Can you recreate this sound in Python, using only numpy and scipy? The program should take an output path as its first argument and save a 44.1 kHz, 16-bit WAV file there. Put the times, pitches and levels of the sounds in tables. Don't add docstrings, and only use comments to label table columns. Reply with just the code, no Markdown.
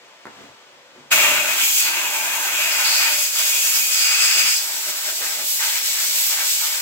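import sys
import numpy as np
from scipy import signal
from scipy.fft import rfft, irfft, next_fast_len
from scipy.io import wavfile
from scipy.ndimage import map_coordinates

SR = 44100
rng = np.random.default_rng(int(sys.argv[2]) if len(sys.argv) > 2 else 0)


def pcm_store(signal):
    levels = np.round(np.clip(np.atleast_2d(signal), -1, 1) * 32767)
    wavfile.write(sys.argv[1], SR, levels.astype(np.int16).T)


N = 300321
TIME = np.arange(N) / SR
FREQ = np.fft.rfftfreq(N, 1 / SR) + 1e-3

OPEN_S = 1.102
EDGE_HZ = 4000

# frequency in Hz, relative level in dB.
RUSH_INSIDE = [(1000, -29.5), (2200, -19), (3200, -0.5), (3900, -4), (4600, -2), (5200, -1), (5750, -1.5),
               (6500, 3.5), (7200, 1), (7800, 4), (8200, -2), (8700, -6.5), (10000, -8)]
# frequency in Hz, relative level in dB.
SPLASH_COLOUR = [(500, -42), (850, -21), (1050, -8.5), (1250, 3.5), (1500, 5), (1680, 4), (1850, 5.5),
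                 (2200, 7), (3200, 3.5), (3900, 1.5), (4700, -4.5), (6000, -7), (10000, -18)]


def air_gun(flutter_db=1.0, eddy_db=0.52):
    # time in seconds, level in dB before each part's own trim.
    splash_level = [(1.13, -22.5), (1.43, -32), (1.56, -30.5), (1.76, -44), (1.87, -32), (2.2, -36.5),
                    (2.65, -32.5), (2.76, -31), (3.09, -30.5), (3.31, -44.5), (3.4, -30.5), (3.46, -39),
                    (3.56, -37.5), (3.68, -42), (3.76, -36.5), (3.83, -43), (3.92, -38), (4.07, -31.5),
                    (4.49, -32), (4.56, -45), (4.66, -39.5), (4.8, -43.5), (4.88, -41), (4.94, -40),
                    (5.12, -41.5), (5.17, -53), (5.22, -37.5), (5.35, -41.5), (5.41, -36.5), (5.47, -51.5),
                    (5.58, -49), (5.6, -38.5), (5.78, -41.5), (5.9, -47), (5.96, -41), (6.29, -45.5),
                    (6.33, -36.5), (6.43, -37.5), (6.52, -48), (6.62, -40), (6.8, -39.5)]
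    # time in seconds, level in dB before trim.
    overblown_level = [(1.13, -40), (1.34, -65), (1.68, -41), (1.84, -43), (2.07, -75), (2.62, -41),
                       (2.94, -33.5), (3.26, -35.5), (3.32, -42), (3.39, -31), (3.44, -38), (3.89, -39),
                       (3.94, -28), (4.27, -28), (4.5, -28.5), (4.58, -31.5), (4.66, -57)]
    splash_db = curves(splash_level)[0]
    overblown_db = curves(overblown_level)[0]
    leaves_s, leaving_s = 4.67, 0.2
    aimed = np.clip((leaves_s - TIME) / leaving_s, 0, 1)
    swallow_db = -30
    spilled = 1 / (1 + aimed * undb(overblown_db - swallow_db))

    blast = free_jet(aimed) + splash(splash_db, spilled) + edge_flares() + housing()
    blast = blast + backwash(splash_db, spilled) + door_gusts()
    blast = blast + aimed * barrel() + overblown_barrel(overblown_db)
    open_rise_s = .019
    valve = np.clip((TIME - OPEN_S) / open_rise_s, 0, 1) ** 2
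    eddies = undb(flutter_db * walk(30) + eddy_db * walk(400))
    return powder_spits() + valve * eddies * blast


def free_jet(aimed):
    # frequency in Hz, relative level in dB.
    hiss_colour = [(3000, -31), (7000, 0), (9000, -7), (10500, -1.5), (12700, 5), (14500, 2), (15700, 3.5)]
    # time in seconds, level in dB before trim.
    hiss_level = [(1.13, -20.5), (1.14, -23.5), (1.32, -30), (1.45, -31), (1.55, -30), (1.66, -25),
                  (1.72, -26), (1.79, -23), (1.92, -31.5), (2.57, -30.5), (3.25, -27.5), (3.32, -32.5),
                  (3.39, -26.5), (3.48, -26.5), (3.72, -26.5), (4.07, -30), (4.1, -32.5), (4.46, -30),
                  (4.51, -31.5), (4.63, -32.5), (5.44, -31.5), (5.47, -30.5), (5.58, -31), (5.61, -29),
                  (6.25, -27), (6.39, -31), (6.51, -25), (6.8, -31)]
    # frequency in Hz, relative level in dB.
    rush_colour = [(1000, -34), (2200, -5), (3500, -0.5), (4600, 1.5), (5800, 1.5), (6600, 0), (7200, 2),
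                   (7800, 4), (8200, 2), (8700, -7.5), (10000, -11)]
    # middle in seconds, level in dB, spread in seconds.
    sizzles = [(3.2, -33, 0.084), (3.77, -24, 0.09), (4.51, -25, .035), (5.513, -22.5, 0.061),
               (6.186, -21, .025), (6.27, -20, .022)]
    # frequency in Hz, relative level in dB.
    skim_colour = [(800, -35), (1500, -9), (1950, -0.5), (2450, 1), (3400, -5), (5000, -10), (9000, -35)]
    # time in seconds, level in dB.
    skim_level = [(5.58, -70), (5.6, -33.5), (5.76, -30), (5.82, -37), (5.9, -38), (5.97, -34), (6.25, -40),
                  (6.35, -41), (6.52, -47), (6.8, -41)]
    hiss_trim_db, inside_trim_db, outside_trim_db = 4.5, 4, 4.5
    hiss = noise(colour(hiss_colour)) * undb(hiss_trim_db)
    inside = np.sqrt(aimed) * noise(colour(RUSH_INSIDE)) * undb(inside_trim_db)
    outside = np.sqrt(1 - aimed) * noise(colour(rush_colour)) * undb(outside_trim_db)
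    jet = (hiss + inside + outside) * undb(curves(hiss_level)[0])
    sizzle = noise(colour(hiss_colour)) * swells(sizzles)
    skim = noise(colour(skim_colour)) * undb(curves(skim_level)[0])
    return jet + sizzle + skim


def splash(splash_db, spilled, buffet_db=1.43):
    # pitch in Hz, width in Hz, relative level in dB.
    body = [(675, 180, -10.5), (842, 81, -1.5), (953, 135, -2), (1170, 200, -2.5), (1577, 39, 5)]
    spray_trim_db, roar_trim_db = 5, -4
    spray = noise(colour(SPLASH_COLOUR)) * undb(spray_trim_db)
    roar = noise(resonances(body)) * undb(roar_trim_db)
    return (spray + spilled * roar) * undb(splash_db + buffet_db * walk(45))


def barrel():
    # pitch in Hz, width in Hz, relative level in dB.
    barrel_modes = [(2280, 140, -8), (2455, 40, -1), (2530, 120, -2), (2754, 30, -3), (2800, 90, -7),
                    (3240, 160, -13), (6520, 220, -14), (7450, 220, -14)]
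    # time in seconds, level in dB before trim.
    barrel_level = [(1.13, -15), (1.55, -28.5), (1.65, -20), (1.69, -33), (1.86, -24.5), (2.53, -31),
                    (2.55, -22), (2.92, -27.5), (3.03, -21.5), (3.36, -36.5), (3.38, -28.5), (3.98, -28),
                    (4.13, -23), (4.28, -25), (4.4, -23.5), (4.67, -30)]
    trim_db = -1.57
    return singing(barrel_modes) * undb(curves(barrel_level)[0] + trim_db)


def overblown_barrel(overblown_db):
    # pitch in Hz, width in Hz, relative level in dB.
    overblown_modes = [(4570, 190, -9), (4860, 75, 0), (5050, 300, -5.5), (6520, 160, -9), (7950, 300, -9),
                       (7903, 22, 0)]
    song_trim_db, mouth_trim_db = 5.5, 5.5
    song = singing(overblown_modes) * undb(song_trim_db)
    mouth = noise(colour(RUSH_INSIDE)) * undb(mouth_trim_db)
    return (song + mouth) * undb(overblown_db)


def edge_flares():
    # start in seconds, level in dB, time to fade by 60 dB in seconds, pitch in Hz.
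    flares = [(1.585, -27.5, 1.6, 3135), (1.825, -23.5, 0.56, 4640), (2.725, -23, 0.27, 4800),
              (2.855, -20.5, 1.3, 4750), (2.941, -22, .6, 4880), (3.365, -28.5, 1.1, 3470),
              (3.745, -20.5, 0.22, 5290), (3.93, -28, 0.37, 4980), (4.46, -27, .5, 4970),
              (4.56, -21, 0.26, 4900), (5.592, -32, .16, 2150)]
    width_share = 0.11
    edge = noise(resonances([(EDGE_HZ, width_share * EDGE_HZ, 0)]))
    total = sum(undb(db) * flare(edge, s, t60, hz) for s, db, t60, hz in flares)
    return bend(total, .014)


def flare(edge, start, t60, hz):
    rise_s = 0.0019
    age = np.maximum(TIME - start, 0)
    clock = age * hz / EDGE_HZ + start / 2
    tone = np.array([np.interp(clock, TIME, port) for port in edge])
    return tone * (1 - np.exp(-age / rise_s)) * burst(start, t60)


def housing():
    # pitch in Hz, width in Hz, relative level in dB.
    case_note = [(602, 18, -1.5), (638.4, 21.5, -0.5)]
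    # time in seconds, level in dB.
    case_level = [(1.13, -32.5), (1.22, -35), (1.45, -35), (1.56, -46), (1.64, -62), (1.8, -54),
                  (1.88, -46), (2.6, -45.5), (2.8, -45.5), (3.17, -43.5), (3.27, -56), (3.45, -46),
                  (3.75, -55.5), (4.15, -51), (4.6, -58), (5.05, -48.5), (5.3, -53), (5.55, -60),
                  (5.67, -50), (5.85, -53), (6.8, -53.5)]
    # pitch in Hz, width in Hz, relative level in dB.
    hollows = [(915, 130, 0), (1560, 110, 0)]
    # time in seconds, level in dB.
    hollows_level = [(1.8, -60), (1.88, -36.5), (2.1, -37), (2.2, -34.5), (2.35, -34.5), (2.5, -37),
                     (2.62, -52), (2.73, -37), (3.1, -42), (3.3, -65)]
    # middle in seconds, level in dB, spread in seconds.
    puffs = [(4.384, -45, 0.04), (4.88, -45, .018), (5.105, -47, 0.03), (5.21, -41, .018),
             (5.39, -43, 0.04)]
    # pitch in Hz, width in Hz, relative level in dB.
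    puff_modes = [(400, 120, -8), (625, 55, 0), (700, 260, -5)]
    note = bend(noise(resonances(case_note)), .007) * undb(curves(case_level)[0])
    shell = bend(noise(resonances(hollows)), .028) * undb(curves(hollows_level)[0])
    return note + shell + noise(resonances(puff_modes)) * swells(puffs)


def backwash(splash_db, spilled):
    # frequency in Hz, relative level in dB.
    wash_colour = [(25, -42), (55, -26), (95, -33), (135, -7), (200, -5), (240, -5), (320, 7), (380, 3.5),
                   (460, 2), (600, -2.5), (900, 3.5), (2000, -26)]
    base_db, usual_splash_db = -46.5, -35
    follows = 0.59
    surge_db, surge_s = 2, 0.21
    sag_db_per_s = 1.5
    age = np.maximum(TIME - OPEN_S, 0)
    surge = surge_db * np.exp(-age / surge_s)
    wash_db = base_db + follows * (splash_db - usual_splash_db) + surge - sag_db_per_s * age
    return spilled * noise(colour(wash_colour)) * undb(wash_db)


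def door_gusts():
    # middle in seconds, level in dB, spread in seconds.
    gusts = [(1.16, -42, .009), (1.263, -48, .096), (1.483, -62, .099), (4.45, -55, .04)]
    # pitch in Hz, width in Hz, relative level in dB.
    door = [(86, 30, -11), (136, 28, 2), (234, 70, -1)]
    return noise(resonances(door)) * swells(gusts)


def powder_spits():
    # start in seconds, level in dB.
    spits = [(1.116, -16.5), (1.124, -18), (1.342, -22)]
    spit_s = 0.053
    return noise(colour(SPLASH_COLOUR)) * sum(undb(db) * burst(s, spit_s) for s, db in spits)


def handling():
    # start in seconds, tick peak in dB, rattle in dB, rattle's ring time in seconds.
    clacks = [(0.255, -23.5, -36, .04), (.268, -41, -35.5, .075)]
    # frequency in Hz, relative level in dB.
    clack_colour = [(60, -24), (150, 4), (225, 1), (330, 3), (560, 2), (1100, 5), (1550, 5), (2200, -3),
                    (3200, -27), (8000, -30), (15000, -51)]
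    # start in seconds, level in dB, ring time in seconds, pitch in Hz.
    steps = [(.263, -41, .09, 225), (.371, -41, .06, 260), (.384, -46, .07, 215), (.407, -42, .04, 410),
             (.434, -42, .08, 209), (.484, -39, .04, 312), (.491, -44, .07, 135), (.958, -35, .045, 360),
             (.975, -50, .12, 255), (1.0, -52, .2, 145)]
    # middle in seconds, level in dB, spread in seconds.
    scuffs = [(0.405, -48.5, 0.05), (0.755, -61, 0.027), (1, -55, 0.062)]
    # frequency in Hz, relative level in dB.
    scuff_colour = [(100, -3), (300, 6), (700, -3), (1500, -3), (3000, -10), (7500, -14), (9000, -26),
                    (15000, -27)]
    grit_db = -14
    rattle = noise(colour(clack_colour))
    grit = noise(colour(scuff_colour))
    blow = tick(colour(clack_colour))
    total = grit * swells(scuffs)
    for s, tick_db, rattle_db, t60 in clacks:
        total = total + undb(tick_db) * np.interp(TIME - s, TIME, blow, left=0)
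        total = total + undb(rattle_db) * rattle * burst(s, t60)
    for s, db, t60, hz in steps:
        gritty = grit * undb(grit_db) * burst(s, t60)
        total = total + undb(db) * (thud(s, t60, hz) + gritty)
    return total


def thud(start, t60, hz):
    # multiple of the bump's pitch, relative level in dB.
    thud_modes = [(1, 0), (1.56, -13), (2.45, -15)]
    rise_s = .004
    age = np.maximum(TIME - start, 0)
    ring = sum(undb(db) * np.sin(2 * np.pi * hz * k * age) * burst(start, t60 / k) for k, db in thud_modes)
    return ring * (1 - np.exp(-(age / rise_s) ** 2))


def tick(gain):
    cepstrum = irfft(np.log(gain), N)
    ring = irfft(np.exp(rfft(2 * cepstrum * (np.arange(N) < N // 2))), N)
    return ring / np.abs(ring).max()


def compressor():
    # frequency in Hz, relative level in dB.
    drone_colour = [(18, -67), (30, -57), (67, -18), (90, -25), (144, -15), (168, -12), (575, 3.5),
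                    (691, 0), (1170, 1), (1260, -0.5), (3230, -2), (3780, -4.5), (7860, -11.5),
                    (8950, -22.5), (15500, -25)]
    # time in seconds, level in dB before the throb.
    drone_level = [(0, -49.5), (.2, -49), (.45, -48), (.65, -50.5), (.9, -50.5), (1.1, -50)]
    # pitch in Hz, width in Hz, relative level in dB.
    boom_modes = [(72, 14, 0.5), (134, 26, 11)]
    throb_db, boom_db = .4, -76
    drone = noise(colour(drone_colour)) * undb(curves(drone_level)[0] + throb_db * walk(9.4))
    return drone + noise(resonances(boom_modes)) * undb(boom_db)


def garage(x, tail_db=-3.0, t60=0.27):
    # delay in seconds, left gain, right gain (plain factors).
    echoes = [(.0040, .08, .08), (0.0088, .1, .1), (0.0205, .14, .14)]
    paths = undb(tail_db) * diffuse(t60)
    paths[:, 0] += 1
    for s, *gains in echoes:
        paths[:, int(s * SR)] += gains
    return signal.fftconvolve(x, paths, axes=1)[:, :N]


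def diffuse(t60):
    size = SR // 2
    hz = np.fft.rfftfreq(size, 1 / SR)
    decay = burst(0.0053, t60)[:size]
    mid, side = rfft(rng.standard_normal((2, size)) * decay / np.linalg.norm(decay))
    alike = .6 / (1 + (hz / 900) ** 4)
    common = np.sqrt((1 + alike) / 2) * mid
    opposed = np.sqrt((1 - alike) / 2) * side * np.array([[1], [-1]])
    return irfft(common + opposed, size)


def singing(modes, waver_db=1.9):
    first, second = resonances(modes[::2]), resonances(modes[1::2])
    total = np.sqrt(np.sum(first ** 2 + second ** 2))
    song = 0
    for gain, bend_share in ((first, .014), (second, .0035)):
        voice = bend(noise(gain), bend_share) * np.linalg.norm(gain) / total
        song = song + voice * undb(waver_db * walk(35))
    return song


def bend(x, share):
    clock = TIME + np.cumsum(share * walk(9)) / SR
    return np.array([np.interp(clock, TIME, port) for port in x])


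def noise(gain, bass_alike=0.41, wide_hz=850, lag_s=.00011):
    direct_share = .45
    size = next_fast_len(N, True)
    hz = np.fft.rfftfreq(size, 1 / SR)
    shared = np.clip(direct_share + bass_alike / (1 + (hz / wide_hz) ** 4), 0, 1)
    spectra = rng.standard_normal((3, 2 * len(hz))).view(complex)
    direct = np.array([spectra[0], spectra[0] * np.exp(-2j * np.pi * hz * lag_s)])
    mixed = np.sqrt(shared) * direct + np.sqrt(1 - shared) * spectra[1:]
    x = irfft(mixed * np.interp(hz, FREQ, gain), size)[:, :N]
    return x / x.std()


def colour(points):
    hz, db = np.transpose(points)
    return undb(np.interp(np.log(FREQ), np.log(hz), db))


def resonances(modes):
    power = sum((undb(db) / (1 + ((FREQ - hz) / width) ** 2)) ** 2 for hz, width, db in modes)
    return np.sqrt(power)


def curves(table):
    s, *columns = np.transpose(table)
    return [np.interp(TIME, s, c) for c in columns]


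def walk(rate):
    knots = rng.standard_normal(8192)
    return map_coordinates(knots, [TIME * rate], order=2, mode="wrap")


def burst(start, t60):
    age = TIME - start
    return (age >= 0) * np.exp(-np.log(1000) * np.maximum(age, 0) / t60)


def swells(table):
    return sum(undb(db) * np.exp(-((TIME - s) / spread) ** 2 / 2) for s, db, spread in table)


def undb(db):
    return 10 ** (np.asarray(db) / 20)


def scene():
    return garage(air_gun() + handling() + compressor())


def record(dry, low_cut_hz=72):
    # frequency in Hz, difference in dB.
    ports = [(200, 0), (700, 0.5), (1300, 2.5), (2400, 2.5), (4400, -1), (8100, 1.5), (15000, -1.5)]
    top_hz = 15750
    lean = np.sqrt(colour(ports))
    ported = irfft(rfft(dry) * np.array([lean, 1 / lean]), N)
    thinned = signal.sosfilt(signal.butter(3, low_cut_hz, "high", fs=SR, output="sos"), ported)
    rounded = thinned / (1 + (thinned / .85) ** 4) ** .25
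    return signal.sosfilt(signal.ellip(12, .1, 80, top_hz, fs=SR, output="sos"), rounded)


dry = scene()
out = record(dry)
pcm_store(out)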